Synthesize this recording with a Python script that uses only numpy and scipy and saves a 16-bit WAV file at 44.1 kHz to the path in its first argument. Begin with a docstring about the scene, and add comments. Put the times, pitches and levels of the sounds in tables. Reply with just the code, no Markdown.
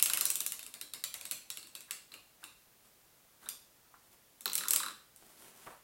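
"""A small winged toy of plastic bricks spins on a hard tabletop, clattering ever more slowly until it
settles. Each contact is a crack, a ring of plastic modes and a chirp and low boom from the table.
A hand picks the toy up, snaps its parts home and spins it again; it skips, then turns almost silently.
Fingers and a sleeve rustle, and the table is bumped near the end.
A small live room rings after every click, over a faint hiss."""
import sys
import numpy as np
from scipy import signal
from scipy.fft import rfft, irfft
from scipy.io import wavfile
from scipy.ndimage import uniform_filter1d

SR = 44100
rng = np.random.default_rng(int(sys.argv[2]) if len(sys.argv) > 2 else 0)


def bounce(signal):
    """Save signal as a 16-bit WAV file at the path given by the first command-line argument."""
    frames = np.transpose(np.atleast_2d(signal))
    limited = np.clip(frames, -1, 1)
    pcm = np.round(limited * 32767).astype(np.int16)
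    wavfile.write(sys.argv[1], SR, pcm)


N = 257103


def toy(rooms, boom_slope=0.45, usual_blow_db=-45, blur_db=-3):
    """The toy clatters on the table: a click and a boom per contact, the room changing as it wanders."""
    out = np.zeros(N)
    for s, levels_db, send_db, ring, note_hz in contacts():
        chirp_db, wing_db, brick_db, _ = levels_db
        # a soft tap that leaves the bricks still rings purely; a hard one cracks
        purity_db = np.clip(0.7 * (max(chirp_db, wing_db) - brick_db) + 2, 0, 9)
        blow_db = (chirp_db + wing_db) / 2
        low_end = boom(usual_blow_db + boom_slope * (blow_db - usual_blow_db))
        add(out, s, low_end)
        add(out, s, click(levels_db, ring, note_hz, purity_db))
        # the toy sounds different in each direction, so its notes blur in the room
        send = low_end.copy()
        add(send, 0, click(levels_db, ring, note_hz, purity_db + blur_db))
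        spot = int(2 * s) % len(rooms)  # a new spot every half second
        add(out, s, gain_of(send_db) * signal.fftconvolve(send, rooms[spot]))
    return out


# wing strikes and brick snaps: t/s, strength/dB, hardness (bricks over wing)/dB, wing note f/Hz
CLICKS = [(0.0, -39.5, 1, 2740), (0.0257, -32, 11.5, 2730), (0.0591, -33.5, 5, 3030),
          (0.099, -37.5, 4.5, 3980), (0.135, -32.5, 5, 3000), (0.173, -37, 6.5, 2800),
          (0.2104, -36, 9, 4090), (0.2544, -36.5, 10.5, 3920), (0.3025, -39, 11.5, 2660),
          (0.3559, -41, 10, 3510), (0.405, -39.5, 8, 3780), (0.464, -41.5, 10.5, 3370),
          (0.5214, -43.5, 8, 2820), (0.5931, -47.5, 2, 2620), (0.6292, -52.5, 5.5, 3680),
          (0.6645, -51, 5, 2660), (0.74, -48.5, 3.5, 3700), (0.813, -43, 2, 4050), (0.9363, -42.5, 2, 4360),
          (1.0393, -36.5, 2.5, 3880), (1.1414, -43.5, 4, 3830), (1.2115, -48.5, 2.5, 2470),
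          (1.2539, -45.5, 3.5, 3850), (1.312, -39.5, 6, 4210), (1.32, -45, 2, 4370),
          (1.5026, -41.5, 2.5, 3860), (1.5722, -45, 1.5, 2730), (1.629, -52.5, -4, 4170),
          (1.6715, -60.5, 5, 3600), (1.7519, -45, 0.5, 3950), (1.8067, -56.5, 6.5, 2450),
          (1.9092, -39.5, 3, 2690), (2.1192, -51, -10, 4120), (2.1398, -47, -5, 2780),
          (2.44, -46.5, -1, 2720), (3.4598, -54, -11, 3760), (3.4887, -43.5, 8, 3600),
          (4.4083, -57, 9, 3720), (4.5323, -46, 11.5, 2970), (4.5542, -38, 10.5, 4400),
          (4.5798, -39, 6.5, 3980), (4.5842, -42, 0, 4050), (4.6842, -41, 11, 3440), (4.708, -35, 11, 4140),
          (4.7345, -37, 11.5, 3130), (4.761, -32.5, 7, 4830), (5.1618, -67.5, 12.5, 4700)]
# the peg of the fast, wobbling toy knocks on the table: t/s, strength/dB
KNOCKS = [(0.099, -38.5), (0.1728, -41), (0.2106, -42), (4.6083, -41.5), (4.6359, -40), (4.655, -43),
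          (4.674, -47), (4.7343, -40), (4.801, -37.5), (4.8325, -36.5), (4.8622, -38.5), (4.8836, -42.5),
          (4.907, -49)]
# balance of a knock, the landing and a bounce: relative level/dB of tabletop, wings, bricks, edges
KNOCK_MIX = [-1, -2.5, -6, -17]
LANDING_MIX = [-37, -31.5, -38, -33.5]
BOUNCE_MIX = [-15.5, -1.5, -12, -9]


def contacts(landing_s=4.4576, bounce_gap_s=0.0204, first_bounce_db=-37, bounce_loss_db=2):
    """Every hit of the toy as (t/s, four part levels/dB, room send/dB, nominal ring/s, wing note/Hz)."""
    for s, db, hard_db, note_hz in CLICKS:
        levels_db = db + np.array([-13, 0, hard_db, hard_db - 5])
        harder_db = max(hard_db - 3, 0)  # beyond an ordinary click
        send_db = -2.5 - 0.08 * (db + 42) - 0.1255 * harder_db  # strong, hard clicks stand out drier
        ring = 0.019 * 0.5 ** (harder_db / 14)  # hard ones are tighter too
        yield s, levels_db, send_db, ring, note_hz
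    for s, db in KNOCKS:
        yield s, db + np.array(KNOCK_MIX), -6, 0.024, 3950
    # flicked from the fingers, the toy lands flat with a dry smack
    yield landing_s, LANDING_MIX, -5.5, 0.005, 4080
    # then it bounces on one wing, evenly and ever more softly
    for k in range(4):
        levels_db = first_bounce_db - k * bounce_loss_db + np.array(BOUNCE_MIX)
        yield landing_s + (k + 1) * bounce_gap_s, levels_db, -7, 0.018, 4080


# bands of the tabletop, wings, bricks and edges: low f/Hz, high f/Hz
PART_BANDS = [(850, 2000), (2000, 5500), (5500, 12000), (12000, 16000)]
# resonances of the plastic: f/Hz, relative level/dB
TOY_MODES = [(2150, -8.5), (2650, 0), (3050, -6.5), (3600, 1), (4000, -1), (4450, -2.5), (5200, -4),
             (7400, -1), (8150, -1), (8750, 0.5), (9350, -2.5), (10100, 0), (10650, 3), (11400, -1),
             (12600, -6.5), (13250, -9), (15600, -19)]
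# EQ of the noisy crack: f/Hz, gain/dB
CRACK_EQ = [(900, -7), (2100, -2), (3000, -1), (4200, -0.5), (5500, -1), (6600, -4), (7400, -2),
            (11000, -2.5), (13000, 0), (14400, -15), (15800, 3.5)]


def click(levels_db, ring, note_hz, purity_db, detune=0.018, scatter_db=2, chatter=0.37):
    """One contact: each part gives a short crack and rings, and the loose bricks rebound once."""
    t = np.arange(2048) / SR
    attack, bins = round(0.006 * SR), np.fft.rfftfreq(len(t), 1 / SR)
    hz, db = np.transpose(TOY_MODES)
    hz = hz * (1 + detune * rng.standard_normal(len(hz)))  # every contact holds the toy differently
    db = db + scatter_db * rng.standard_normal(len(hz))
    groups = [(hz > low) & (hz <= high) for low, high in PART_BANDS[1:]]
    wing, brick, edge = (evened(ringing(t, hz[group], db[group], t60=0.42 * ring)) for group in groups)
    # the wing that touches sounds a tight cluster of modes around its note
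    cluster_hz = note_hz + 650 * np.array([0, -rng.uniform(0.18, 0.77), rng.uniform(0.17, 0.84)])
    note = ringing(t, cluster_hz, [0, -8, -8], t60=0.023) * np.minimum(t / 0.00074, 1)
    wing = wing + gain_of(purity_db - 1) * evened(note)
    rebound_s = rng.uniform(0.00027, 0.0024)
    for part in (brick, edge):
        add(part, rebound_s, chatter * min(ring / 0.02, 1) * part)
    tones = (chirp(t), wing, brick, edge)
    cracks_db = (-4 - purity_db, -5 - purity_db, -4, -1)  # noise against tone in each part
    crack_decay = gain_of(-60 * t / np.sqrt(0.045 * ring))
    out = np.zeros(len(t))
    for tone, (low, high), level_db, crack_db in zip(tones, PART_BANDS, levels_db, cracks_db):
        band = gain_of(read(CRACK_EQ, bins)) * ((bins > low) & (bins < high))
        crack = crack_decay * irfft(rfft(rng.standard_normal(len(t))) * band)
        part = evened(tone) + gain_of(crack_db) * evened(crack)
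        attack_rms = np.sqrt(np.mean(part[:attack] ** 2))
        out += gain_of(level_db) * part / attack_rms
    return high_pass(out, corner_hz=785)  # parts this small radiate no bass


def ringing(t, hz, db, t60):
    """Struck plastic rings as a sum of dying modes, each with a random polarity."""
    weight = gain_of(db) * rng.choice([-1, 1], len(hz))
    return weight @ np.sin(2 * np.pi * hz[:, None] * t) * gain_of(-60 * t / t60)


def chirp(t, fall_s=0.00288, rise_s=0.0025):
    """Bending waves in the tabletop: highs outrun lows, so a tap arrives as a falling chirp."""
    sweep = 1100 + 1200 * np.exp(-t / fall_s)
    hz = sweep * rng.uniform(0.82, 1.068)
    return np.sin(2 * np.pi * np.cumsum(hz) / SR) * t * np.exp(-t / rise_s)


# body of the tabletop: f/Hz, gain/dB
BOOM_EQ = [(40, -28), (85, -4.5), (135, 1), (200, 0.5), (320, 1.5), (420, -1.5), (600, 1.5), (800, -8),
           (1100, -1.5), (2000, -45)]


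def boom(blow_db, trim_db=-17, t60=0.16, rise_s=0.00033):
    """The tabletop answers a blow with a low, short boom."""
    t = np.arange(6144) / SR
    body = coloured(lambda hz: read(BOOM_EQ, hz), size=len(t))
    envelope = gain_of(blow_db + trim_db - 60 * t / t60) * (1 - np.exp(-t / rise_s))
    return high_pass(body * envelope, corner_hz=117)


# fingers and hand bump the toy and the table: t/s, relative level/dB, centre f/Hz, t60/s
BUMPS = [(1.875, -64, 1400, 0.15), (1.908, -58.5, 1380, .13), (2.427, -51.5, 1200, .065),
         (3.425, -62, 1100, 0.096), (3.458, -55, 1290, 0.094), (3.845, -71.5, 1390, .095),
         (3.938, -56.5, 1210, 0.046), (4.458, -44, 653, 0.04), (5.223, -58.5, 354, 0.031),
         (5.663, -47.5, 840, 0.092), (5.69, -58, 900, 0.23), (5.662, -56, 300, 0.062)]


def bumps(skirt_db=-24):
    """Soft flesh meets plastic or table: a slow attack and a dull, damped ring."""
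    out, t = np.zeros(N), np.arange(16384) / SR
    for s, db, centre_hz, t60 in BUMPS:
        rise_s = 0.088 * t60
        width_octaves = 0.51 + 0.87 * max(np.log2(1240 / centre_hz), 0)  # low bumps are broader

        def bell_eq(hz):
            octaves = np.log2((hz + 1) / centre_hz)
            return np.maximum(-6 * (octaves / width_octaves) ** 2, skirt_db - 5 * np.maximum(octaves, 0))
        envelope = np.minimum(t / rise_s, 1) * gain_of(-60 * np.maximum(t - rise_s, 0) / t60)
        add(out, s, gain_of(db) * envelope * coloured(bell_eq, size=len(t)))
    return out


# strokes of fingers and sleeve: t/s, length/s, relative level/dB
RUBS = [(2.096, 0.082, -67.5), (2.392, 0.057, -67.5), (2.82, 0.08, -70), (3.397, .098, -62.5),
        (4.0, 0.11, -75), (4.102, .056, -66.5), (5.139, 0.3, -66.5), (5.325, .23, -60.5), (5.451, .42, -63),
        (5.605, 0.075, -65.5)]
# EQ of the rustle, ahead of its tilt: f/Hz, gain/dB
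RUB_EQ = [(60, -31), (170, 2.5), (500, 1.5), (1300, 2.5), (3000, 0.5), (6000, -2), (10000, 3.5),
          (16000, -2.5)]


def rubs(grain_db=2.0, tilt_db_per_octave=-0.5, max_samples=16384):
    """Skin and cloth slide in short, grainy strokes."""
    def tilted_eq(hz):
        return read(RUB_EQ, hz) + tilt_db_per_octave * np.log2(np.maximum(hz, 300))
    out = np.zeros(N)
    for s, length, db in RUBS:
        size = round(length * SR)
        friction = coloured(tilted_eq, max_samples)[:size]
        grain = evened(uniform_filter1d(rng.standard_normal(max_samples), size=150))[:size]
        fades = signal.windows.tukey(len(friction), 0.8)
        add(out, s, gain_of(db + grain_db * grain) * friction * fades)
    return out


# reverb decay: f/Hz, t60/s
ROOM_T60 = [(200, 0.32), (530, 0.34), (1400, 0.39), (3700, 0.5), (8500, 0.36), (15000, 0.36)]
# early reflections off nearby surfaces: delay t/s, linear gain
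ECHOES = [(.0068, 0.12), (.0092, 0.26), (0.0125, 0.18), (0.0096, 0.12), (0.0174, 0.061), (0.0216, 0.15),
          (0.031, 0.068)]
# tone of the room: f/Hz, gain/dB
ROOM_EQ = [(200, 8), (1300, 1.5), (3000, -1), (6000, 0.5), (8000, 2.5), (10500, -2.5), (13000, -2),
           (16000, -3.5)]


def room(predelay_s=0.003, build_s=0.0034, taps_per_s=6000, size=22000):
    """A small room's impulse response: early reflections and sparse taps that die band by band."""
    taps = rng.choice([-1., 1.], size) * (rng.random(size) < taps_per_s / SR)
    hz, t, spectra = signal.stft(taps, SR, nperseg=256)
    decay = gain_of(-60 * t / read(ROOM_T60, hz)[:, None])
    tail = signal.istft(spectra * decay, SR, nperseg=256)[1][:size]
    tail *= np.clip((np.arange(size) / SR - predelay_s) / build_s, 0, 1)
    tail /= np.linalg.norm(tail)
    for s, gain in ECHOES:
        add(tail, s + rng.uniform(-0.00041, 0.0004), np.array([gain]))
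    eq = gain_of(read(ROOM_EQ, np.fft.rfftfreq(size, 1 / SR)))
    return irfft(rfft(tail) * eq, size)


# EQ of the noise floor: f/Hz, gain/dB
HISS_EQ = [(20, -17), (45, -5), (75, -11.5), (110, -6.5), (200, -9.5), (330, -10.5), (650, -10.5),
           (1000, -12.5), (1600, -14), (3000, -16), (8000, -16.5), (16000, -14.5)]


def hiss(level_db=-64):
    """A faint, steady bed of noise."""
    return gain_of(level_db) * coloured(lambda hz: read(HISS_EQ, hz), size=N)


def gain_of(db):
    """Decibels to amplitude."""
    return 10 ** (np.asarray(db) / 20)


def evened(x):
    """Scales to rms 1."""
    return x / np.sqrt(np.mean(x ** 2) + 1e-20)


def read(points, hz):
    """Reads a curve on a log-frequency axis."""
    f, value = np.transpose(points)
    return np.interp(np.log(hz + 1), np.log(f + 1), value)


def add(mix, s, sound):
    """Mixes a sound in at s seconds."""
    part = mix[max(round(s * SR), 0):][:len(sound)]
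    part += sound[:len(part)]


def coloured(eq, size):
    """Noise of rms 1, shaped by eq(Hz) in dB."""
    hz = np.fft.rfftfreq(size, 1 / SR)
    return evened(irfft(rfft(rng.standard_normal(size)) * gain_of(eq(hz)), size))


def high_pass(x, corner_hz):
    """A low cut of three one-pole stages."""
    pole = np.exp(-np.pi * corner_hz / SR)
    for _ in range(3):
        x = signal.lfilter([np.sqrt(pole), -np.sqrt(pole)], [1, -pole], x)
    return x


def scene():
    """The mono mix: toy and hands in the room, over the hiss."""
    rooms = [room() for _ in range(5)]
    bed = hiss()
    hands = bumps() + rubs()
    hands_reverb = gain_of(-3.5) * signal.fftconvolve(hands, rooms[0])[:N]
    return (toy(rooms) + gain_of(2.5) * hands + hands_reverb + bed)[None]


def record(dry):
    """A steep high cut at 16150 Hz."""
    high_cut = signal.firwin(255, 16150, window=("kaiser", 8), fs=SR)
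    return signal.oaconvolve(dry, high_cut[None], "same")


dry = scene()
out = record(dry)
bounce(out)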